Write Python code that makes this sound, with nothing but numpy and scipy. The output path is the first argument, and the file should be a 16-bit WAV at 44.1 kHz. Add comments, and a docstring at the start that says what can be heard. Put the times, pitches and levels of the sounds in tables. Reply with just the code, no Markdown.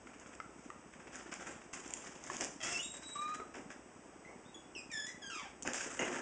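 """A small dog nibbles, tugs and paws a fabric bag: filtered noise grains crumple and scratch like cloth,
while decaying sines and short noise cracks make the taps of teeth and buckles and the snaps of threads.
Further off a dry hinge squeals open, then squeals back, as stacks of gliding, jittered overtones;
at the end the door bumps shut as a burst of noise over ringing modes. Throughout, a narrow-band phone
microphone adds hiss, hum, a thin whine and runs of faint low ticking."""
import sys
import numpy as np
from scipy import signal
from scipy.fft import rfft, irfft
from scipy.io import wavfile
from scipy.ndimage import uniform_filter1d

SR = 44100
rng = np.random.default_rng(int(sys.argv[2]) if len(sys.argv) > 2 else 0)


def wrap_up_sound(samples):
    """Save the sound to the file named by the first command line argument, as 16-bit audio."""
    columns = np.atleast_2d(samples).T
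    # keep every value between -1 and 1, then stretch to whole-number steps
    tamed = np.clip(columns, -1, 1)
    steps = np.round(tamed * 32767).astype(np.int16)
    wavfile.write(sys.argv[1], SR, steps)


N = 273887
TIME = np.arange(N) / SR  # s
PHONE_RATE_HZ = 16000
NIBBLE_S = 0.023  # length of one nibble

# Tone of heavy, flapping folds: (frequency [Hz], relative level [dB])
FOLD_COLOUR = [(60, -33.5), (150, -7.5), (280, 3.5), (650, 0), (1100, -7.5), (2000, -23), (5000, -63)]
# Tone of buckling creases and of the crack in a knock: (frequency [Hz], relative level [dB])
CRUMPLE_COLOUR = [(300, -17.5), (900, -4.5), (1600, 3.5), (2700, -5.5), (3600, -5.5), (6000, -15.5)]


def undb(db):
    """Decibels to gain."""
    return 10 ** (np.asarray(db) / 20)


def unit(x):
    """Scale to rms 1."""
    return x / np.sqrt(np.mean(x ** 2))


def add(out, start_s, x):
    """Mix x into out from start_s, cutting what runs past the end."""
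    i = max(int(start_s * SR), 0)
    out[i:i + len(x)] += x[:max(N - i, 0)]


def fade(t60):
    """Exponential decay, 60 dB in t60 seconds."""
    length = int(max(t60, .002) * SR * 2)
    return np.exp(-np.log(1000) * TIME[:length] / t60)


def colour(x, points):
    """Causal minimum-phase filter through (frequency [Hz], level [dB]) points."""
    size = 4096
    hz, db = np.transpose(points)
    f = np.maximum(np.arange(size // 2 + 1) * SR / size, 1)
    gain = undb(np.interp(np.log(f), np.log(hz), db))
    # folding the cepstrum onto positive time makes the filter minimum-phase
    cepstrum = irfft(np.log(gain))
    cepstrum[1:size // 2] *= 2
    cepstrum[size // 2 + 1:] = 0
    impulse = irfft(np.exp(rfft(cepstrum)))
    return signal.fftconvolve(x, impulse)[:len(x)]


def walk(rate_hz):
    """Smooth random wander of rms near 1, with rate_hz new targets a second."""
    hold = max(int(SR / rate_hz), 1)
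    steps = np.repeat(rng.standard_normal(N // hold + 1), hold)
    return unit(uniform_filter1d(steps, hold)[:N])


def room(x, wet_db, t60):
    """Direct sound plus the diffuse tail of a furnished room, scaled to keep the total power."""
    decay = fade(t60)
    late = TIME[:len(decay)] > .004
    tail = rng.standard_normal(len(decay)) * decay * late
    wet = signal.fftconvolve(x, tail / np.linalg.norm(tail))[:N]
    return (x + undb(wet_db) * wet) / np.hypot(1, undb(wet_db))


def grains(length, rate_hz, spread_db):
    """Dense tiny clicks of fibres slipping, a few much larger than the rest."""
    size = undb(spread_db * np.minimum(rng.exponential(size=length), 5))
    slips = rng.random(length) < rate_hz / SR
    return slips * size * rng.standard_normal(length)


def push(length, attack_s=0.013, release_s=0.054, sag_db=5):
    """Pressure on the cloth: it rises fast, sags while held and lets go."""
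    age = TIME[:int((length + .2) * SR)]
    rise = np.minimum(age / attack_s, 1)
    sag = undb(sag_db * (.5 - np.minimum(age / length, 1)))
    let_go = np.exp(-np.maximum(age - length, 0) * 2 / release_s)
    return rise * sag * let_go


def cloth(tugs, catch_db=2.5, pocket_db=2.06, flap_db=-6, crumple_db=-2.5, scratch_db=0.35):
    """Each tug flaps folds, buckles creases and, the more it slips, scratches the weave; all catch together."""
    # Tone of threads scratching past each other: (frequency [Hz], relative level [dB])
    weave_colour = [(1000, -3.5), (3000, -3.5), (5000, 2), (7000, 1), (8000, -0.5)]
    out, catch = np.zeros(N), undb(catch_db * walk(110))
    pocket_hz = np.geomspace(200, 8000, 18)
    for start_s, length, force_db, slip_db in tugs:
        pull = push(length) * undb(force_db)
        n = len(pull)
        flap = unit(colour(grains(n, 2500, 2.6), FOLD_COLOUR)) * undb(flap_db)
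        creases = unit(colour(grains(n, 1400, 1.14), CRUMPLE_COLOUR)) * undb(crumple_db)
        scratch = unit(colour(grains(n, 7000, 1.37), weave_colour)) * undb(slip_db + scratch_db)
        # every pull shapes the bag anew, so its hollows resonate elsewhere
        pocket = np.column_stack([pocket_hz, pocket_db * rng.standard_normal(len(pocket_hz))])
        add(out, start_s, colour((flap + creases + scratch) * pull, pocket))
    return out * catch


def nibbles(rate_hz=15.5, jitter_s=.003, scatter_db=1):
    """Light tugs in quick, uneven succession, as rows that cloth() can play."""
    # Spells of nibbling and nosing: (start [s], end [s], mean force [dB], relative slip [dB])
    spells = [(0.062, 0.36, -57.5, -4), (0.576, 0.7, -63, 3.5), (0.929, 1.3, -53, -7.5),
              (1.544, 1.63, -57, -2.5), (3.015, 3.36, -55, 3)]
    rows = []
    for start, end, force_db, slip_db in spells:
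        for beat_s in np.arange(start, end, 1 / rate_hz):
            late, size = rng.standard_normal(2)
            rows.append((beat_s + jitter_s * late, NIBBLE_S, force_db + scatter_db * size, slip_db))
    return rows


def paws(press_s=0.058):
    """A paw squashes the heavy folds with a dull flap."""
    # Paws pressing the folds flat: (time [s], relative weight [dB])
    steps = [(1.456, -53), (2.297, -55), (2.399, -46.5), (3.381, -53.5), (3.545, -50), (4.283, -56),
             (5.656, -48), (5.989, -40.5), (6.07, -46.5), (6.15, -46)]
    out, press = np.zeros(N), push(press_s)
    for start_s, weight_db in steps:
        flap = unit(colour(grains(len(press), 2500, 0.55), FOLD_COLOUR))
        add(out, start_s, undb(weight_db) * press * flap)
    return out


def teeth(bites, over_force_db=6, ring_hz=1430, spread=.12):
    """A little hollow click of tooth on cloth halfway through each nibble, as rows that taps() can play."""
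    rows = []
    for start_s, _, force_db, _ in bites:
        hz = ring_hz * np.exp(spread * rng.standard_normal())
        rows.append((start_s + NIBBLE_S / 2, force_db + over_force_db, hz))
    return rows


def taps(knocks, cycles=26, upper_ratio=1.57, upper_db=-6, crack_t60=.012, crack_db=-6):
    """Little knocks: a crack and two modes that the cloth damps within a few dozen cycles."""
    out = np.zeros(N)
    for start_s, peak_db, hz in knocks:
        decay = fade(cycles / hz)
        age = TIME[:len(decay)]
        lower = np.sin(2 * np.pi * hz * age)
        upper = undb(upper_db) * np.sin(2 * np.pi * upper_ratio * hz * age)
        crack = unit(colour(rng.standard_normal(len(age)), CRUMPLE_COLOUR))
        crack *= np.exp(-np.log(1000) * age / crack_t60)
        knock = (lower + upper) * decay + undb(crack_db) * crack
        add(out, start_s, undb(peak_db) * knock / np.abs(knock).max())
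    return out


def snaps(cracks, t60):
    """Sudden releases heard as short bright cracks of decaying noise."""
    # Tone of a crack: (frequency [Hz], relative level [dB])
    snap_colour = [(200, -18), (1000, -15.5), (2500, -6), (5000, 1.5), (7500, 6), (9000, -42)]
    out, decay = np.zeros(N), fade(t60)
    for start_s, peak_db in cracks:
        crack = colour(rng.standard_normal(len(decay)) * decay, snap_colour)
        add(out, start_s, undb(peak_db) * crack / np.abs(crack).max())
    return out


def hinge(drift=0.0027, flutter_db=2.0, grit=9, count=12, hold=0.58, sag_db=7.5, edge_s=0.0014):
    """Stick-slip of the pin: overtones settle on a new pitch at each grip; uneven slips break them into a rasp."""
    # Squeals: (start [s], length [s], first pitch [Hz], last pitch [Hz], settling time [s],
    # relative level [dB], overtone slope [dB per octave], jitter [share of the pitch])
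    squeal_rows = [(2.603, 0.16, 638.4, 721, 0.37, -46, -1, .045),
                   (2.733, 0.039, 2727, 2664, 0.034, -43, -6.5, 0.0044),
                   (2.789, 0.025, 2815, 2990, 0.026, -41.5, -8, 0.022),
                   (2.799, 0.043, 3390, 3510, 0.017, -45, 6.5, .01),
                   (2.825, 0.15, 3687, 3830, .06, -44, 0, 0.0075),
                   (3.031, 0.2, 3908, 3838, 0.091, -43.5, -6, 0.0046),
                   (3.206, .17, 3780, 3994, 0.11, -50.5, -24, .002),
                   (3.155, 0.249, 1153, 1261, 0.202, -41.5, -22, .001),
                   (4.248, 0.057, 1980, 2222, 0.064, -59, -9, 0.015),
                   (4.451, 0.077, 3520, 3780, 0.02, -63, -17, .002),
                   (4.543, 0.021, 3420, 3340, 0.0091, -50.5, -0.5, .006),
                   (4.75, 0.062, 2965, 2493, 0.015, -48, -1, 0.0079),
                   (4.9, 0.037, 2520, 2160, .1, -55, -7, 0.01),
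                   (4.914, .155, 1931, 1706, .028, -44.5, 0, 0.0098),
                   (5.06, 0.044, 1817, 2030, .02, -48.5, -3, 0.023),
                   (5.218, 0.11, 1752, 1593, 0.013, -49.5, 0.5, 0.005),
                   (5.300, 0.11, 1456, 1105, 0.46, -45, -2.5, 0.025),
                   (5.395, .095, 1065, 687, 0.17, -52.5, -4.5, .045)]
    # Tone of the hinge and what it hangs on: (frequency [Hz], relative level [dB])
    body_colour = [(400, -11), (700, 2.5), (1200, -2.5), (2200, 3.5), (2950, -0.5), (3200, 9), (3550, 2),
                   (5000, 2), (8000, -7.5)]
    out = np.zeros(N)
    wobble, grip, shake, chatter = walk(90), walk(140), walk(500), walk(1100)
    k = np.arange(1, count + 1)[:, None]  # overtone numbers
    for start_s, length, first_hz, last_hz, settle_s, level_db, slope, jitter in squeal_rows:
        span = (TIME >= start_s) & (TIME <= start_s + length)
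        age = TIME[span] - start_s
        glide = np.expm1(-age / settle_s) / np.expm1(-length / settle_s)
        hz = first_hz + (last_hz - first_hz) * glide
        hz = hz * (1 + drift * wobble[span] + jitter * shake[span])
        # the level holds for a share of the length, then sags
        db = level_db - np.interp(age / length, [hold, 1], [0, sag_db])
        overtones = undb(slope * np.log2(k)) * (k * hz < PHONE_RATE_HZ / 2)
        phase = 2 * np.pi * k * np.cumsum(hz) / SR
        rms = np.sqrt(np.sum(overtones ** 2, axis=0) / 2)
        tone = np.sum(overtones * np.sin(phase), axis=0) / rms
        # ragged slips also differ in size, which fills the gaps between the overtones
        tone *= (1 + grit * jitter * chatter[span]) / np.hypot(1, grit * jitter)
        edges = np.clip(np.minimum(age, length - age) / edge_s, 0, 1)
        out[span] += tone * edges * undb(db + flutter_db * grip[span])
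    return colour(out, body_colour)


def door(ring_db=2, crack_db=7, crack_t60=0.037):
    """Each bump against the frame rings panel and latch, with a clatter of wood on wood."""
    # Door meeting its frame and rattling: (time [s], relative level [dB])
    bumps = [(5.992, -35.5), (6.009, -46.5), (6.020, -40.5)]
    # Resonances of door and latch: (frequency [Hz], relative level [dB], decay by 60 dB [s])
    modes = [(237, -16.5, 0.45), (298, -22, 0.26), (428.4, -13.5, 0.14), (497, -6, 0.13), (634, -6, 0.35),
             (2022, 6.5, 0.031), (2124, -6, 0.054), (2500, -12, 0.073), (2860, 0, 0.028)]
    # Tone of the clatter: (frequency [Hz], relative level [dB])
    crack_colour = [(150, -2), (400, -16.5), (1000, -24), (2800, 5), (4000, -14), (6700, 3), (8000, -23.5)]
    out, decay = np.zeros(N), fade(crack_t60)
    for start_s, level_db in bumps:
        crack = colour(decay * rng.standard_normal(len(decay)), crack_colour)
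        add(out, start_s, undb(level_db + crack_db) * crack)
        for hz, db, t60 in modes:
            envelope = fade(t60)
            ring = envelope * np.sin(2 * np.pi * hz * TIME[:len(envelope)])
            # each mode starts up to one cycle late
            add(out, start_s + rng.random() / hz, undb(level_db + ring_db + db) * ring)
    return out


def ticking(ring_hz=260, width_s=0.003, first_db=-47, second_db=-49, gap_s=.032, scatter_db=2.0, detune=0.16):
    """Soft, rounded electrical ticks in pairs, ten pairs a second, no two quite alike."""
    # Runs of ticking: (start [s], end [s])
    runs = [(0.058, 4.9), (4.943, 5.3), (5.328, 6.2)]
    out, age = np.zeros(N), TIME[:SR // 100] - 1 / 200  # the tick peaks at age 0
    for start, end in runs:
        for pair_s in np.arange(start, end, 1 / 10):
            for lag, db in ((0, first_db), (gap_s, second_db)):
                size, pitch = rng.standard_normal(2)
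                hz = ring_hz * (1 + detune * pitch)
                tick = np.exp(-(age / width_s) ** 2) * np.cos(2 * np.pi * hz * age)
                add(out, pair_s + lag, -tick * undb(db + scatter_db * size))
    return out


def background(hiss_db=-59):
    """Room rumble and microphone hiss as coloured noise, mains hum and a thin whine as steady sines."""
    # Tone of rumble and hiss: (frequency [Hz], relative density [dB per Hz])
    hiss_colour = [(25, -19), (60, 0), (110, -5.5), (220, -2.5), (330, 1.5), (480, -2), (900, -4.5),
                   (1800, -12), (3200, -17.5), (5500, -16), (8000, -22.5)]
    # Hum and whine: (frequency [Hz], rms level [dB])
    steady_tones = [(59.5, -79), (7827, -75.5)]
    hiss = undb(hiss_db) * unit(colour(rng.standard_normal(N), hiss_colour))
    tones = sum(undb(db) * np.sqrt(2) * np.sin(2 * np.pi * hz * TIME) for hz, db in steady_tones)
    return hiss + tones


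def scene():
    """The bag is close and drier; the hinge and door are heard through more of the room."""
    # Tugs at the bag: (start [s], length [s], force [dB], relative slip [dB]);
    # slip is high when the weave slides fast, low when it only creases
    tug_rows = [(1.117, 0.11, -60, 4), (1.312, 0.033, -47.5, -0.5), (1.392, .04, -48, -1.5),
                (1.456, 0.054, -51.5, 2), (1.728, 0.047, -49, 7.5), (1.83, 0.45, -60, 4.5),
                (2.035, 0.029, -50.5, 2.5), (2.236, 0.12, -54.5, 2), (2.297, .17, -53.5, 4.5),
                (2.399, 0.03, -47, 8.5), (2.62, .16, -49.5, 9), (2.931, 0.045, -54, 1),
                (3.536, 0.04, -53, -1), (3.694, 0.026, -52, -5), (5.647, 0.068, -46.5, -2.5),
                (5.732, 0.11, -50, 9), (5.85, .33, -52.5, 3), (5.989, 0.27, -47, -4),
                (6.144, 0.043, -49, -4.5)]
    # Teeth, buckles and paws knocking, before the room: (time [s], peak level [dB], ring [Hz])
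    knock_rows = [(0.071, -39.5, 1360), (0.261, -40.5, 1450), (0.401, -31.5, 1316), (0.702, -34.5, 1206),
                  (1.327, -35.5, 1540), (2.300, -28, 1091), (3.398, -36, 427), (3.401, -36.5, 1329),
                  (3.704, -37, 1550), (5.651, -34, 724), (5.659, -40.5, 1560), (5.676, -23.5, 1594),
                  (5.678, -34, 240), (5.685, -30.5, 810), (5.808, -30, 1620)]
    # Claws and threads snapping over the weave, before the room: (time [s], peak level [dB])
    snap_rows = [(0.198, -44.5), (0.351, -45), (1.156, -36.5), (1.339, -34), (1.878, -35.5), (1.906, -34),
                 (1.937, -27), (2.239, -37), (2.265, -39.5), (2.367, -30), (2.409, -22), (2.419, -34),
                 (2.440, -29.5), (2.446, -26), (5.624, -32), (5.631, -30.5), (5.675, -26), (5.734, -25.5)]
    # Hinge pin jumping between squeals, before the room: (time [s], peak level [dB])
    jump_rows = [(4.916, -38), (5.067, -34.5), (5.089, -44.5), (5.299, -49)]
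    bites = nibbles()
    bag = cloth(tug_rows + bites) + paws()
    bag += taps(knock_rows + teeth(bites)) + snaps(snap_rows, t60=0.0068)
    near = room(bag, wet_db=-5.5, t60=0.49)
    squeals = room(hinge() + snaps(jump_rows, t60=0.017), wet_db=-0.5, t60=0.37)
    shut = room(door(), wet_db=1, t60=0.37)
    return (near + squeals + shut + ticking() + background())[None]


def record(dry, top_hz=10100):
    """The phone samples slowly, so the top of its band is mirrored upward; its port cuts a deep notch."""
    # Response of the microphone port: (frequency [Hz], level [dB])
    port_colour = [(20, -1.5), (2700, 2.5), (3300, -2), (3800, -9), (4050, -17), (4250, -21), (4550, -10),
                   (5100, -2.5), (6500, 2.5), (7500, 3.5), (8700, -6.5), (9300, -17.5), (10000, -35.5)]
    in_band = np.arange(N // 2 + 1) * SR / N < PHONE_RATE_HZ / 2
    band = irfft(rfft(dry) * in_band, N)[0]
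    mirrored = band * (1 + 2 * np.cos(2 * np.pi * PHONE_RATE_HZ * TIME))
    low_pass = signal.ellip(10, .2, 80, top_hz, fs=SR, output="sos")
    return signal.sosfilt(low_pass, colour(mirrored, port_colour))[None]


dry = scene()
out = record(dry)
wrap_up_sound(out)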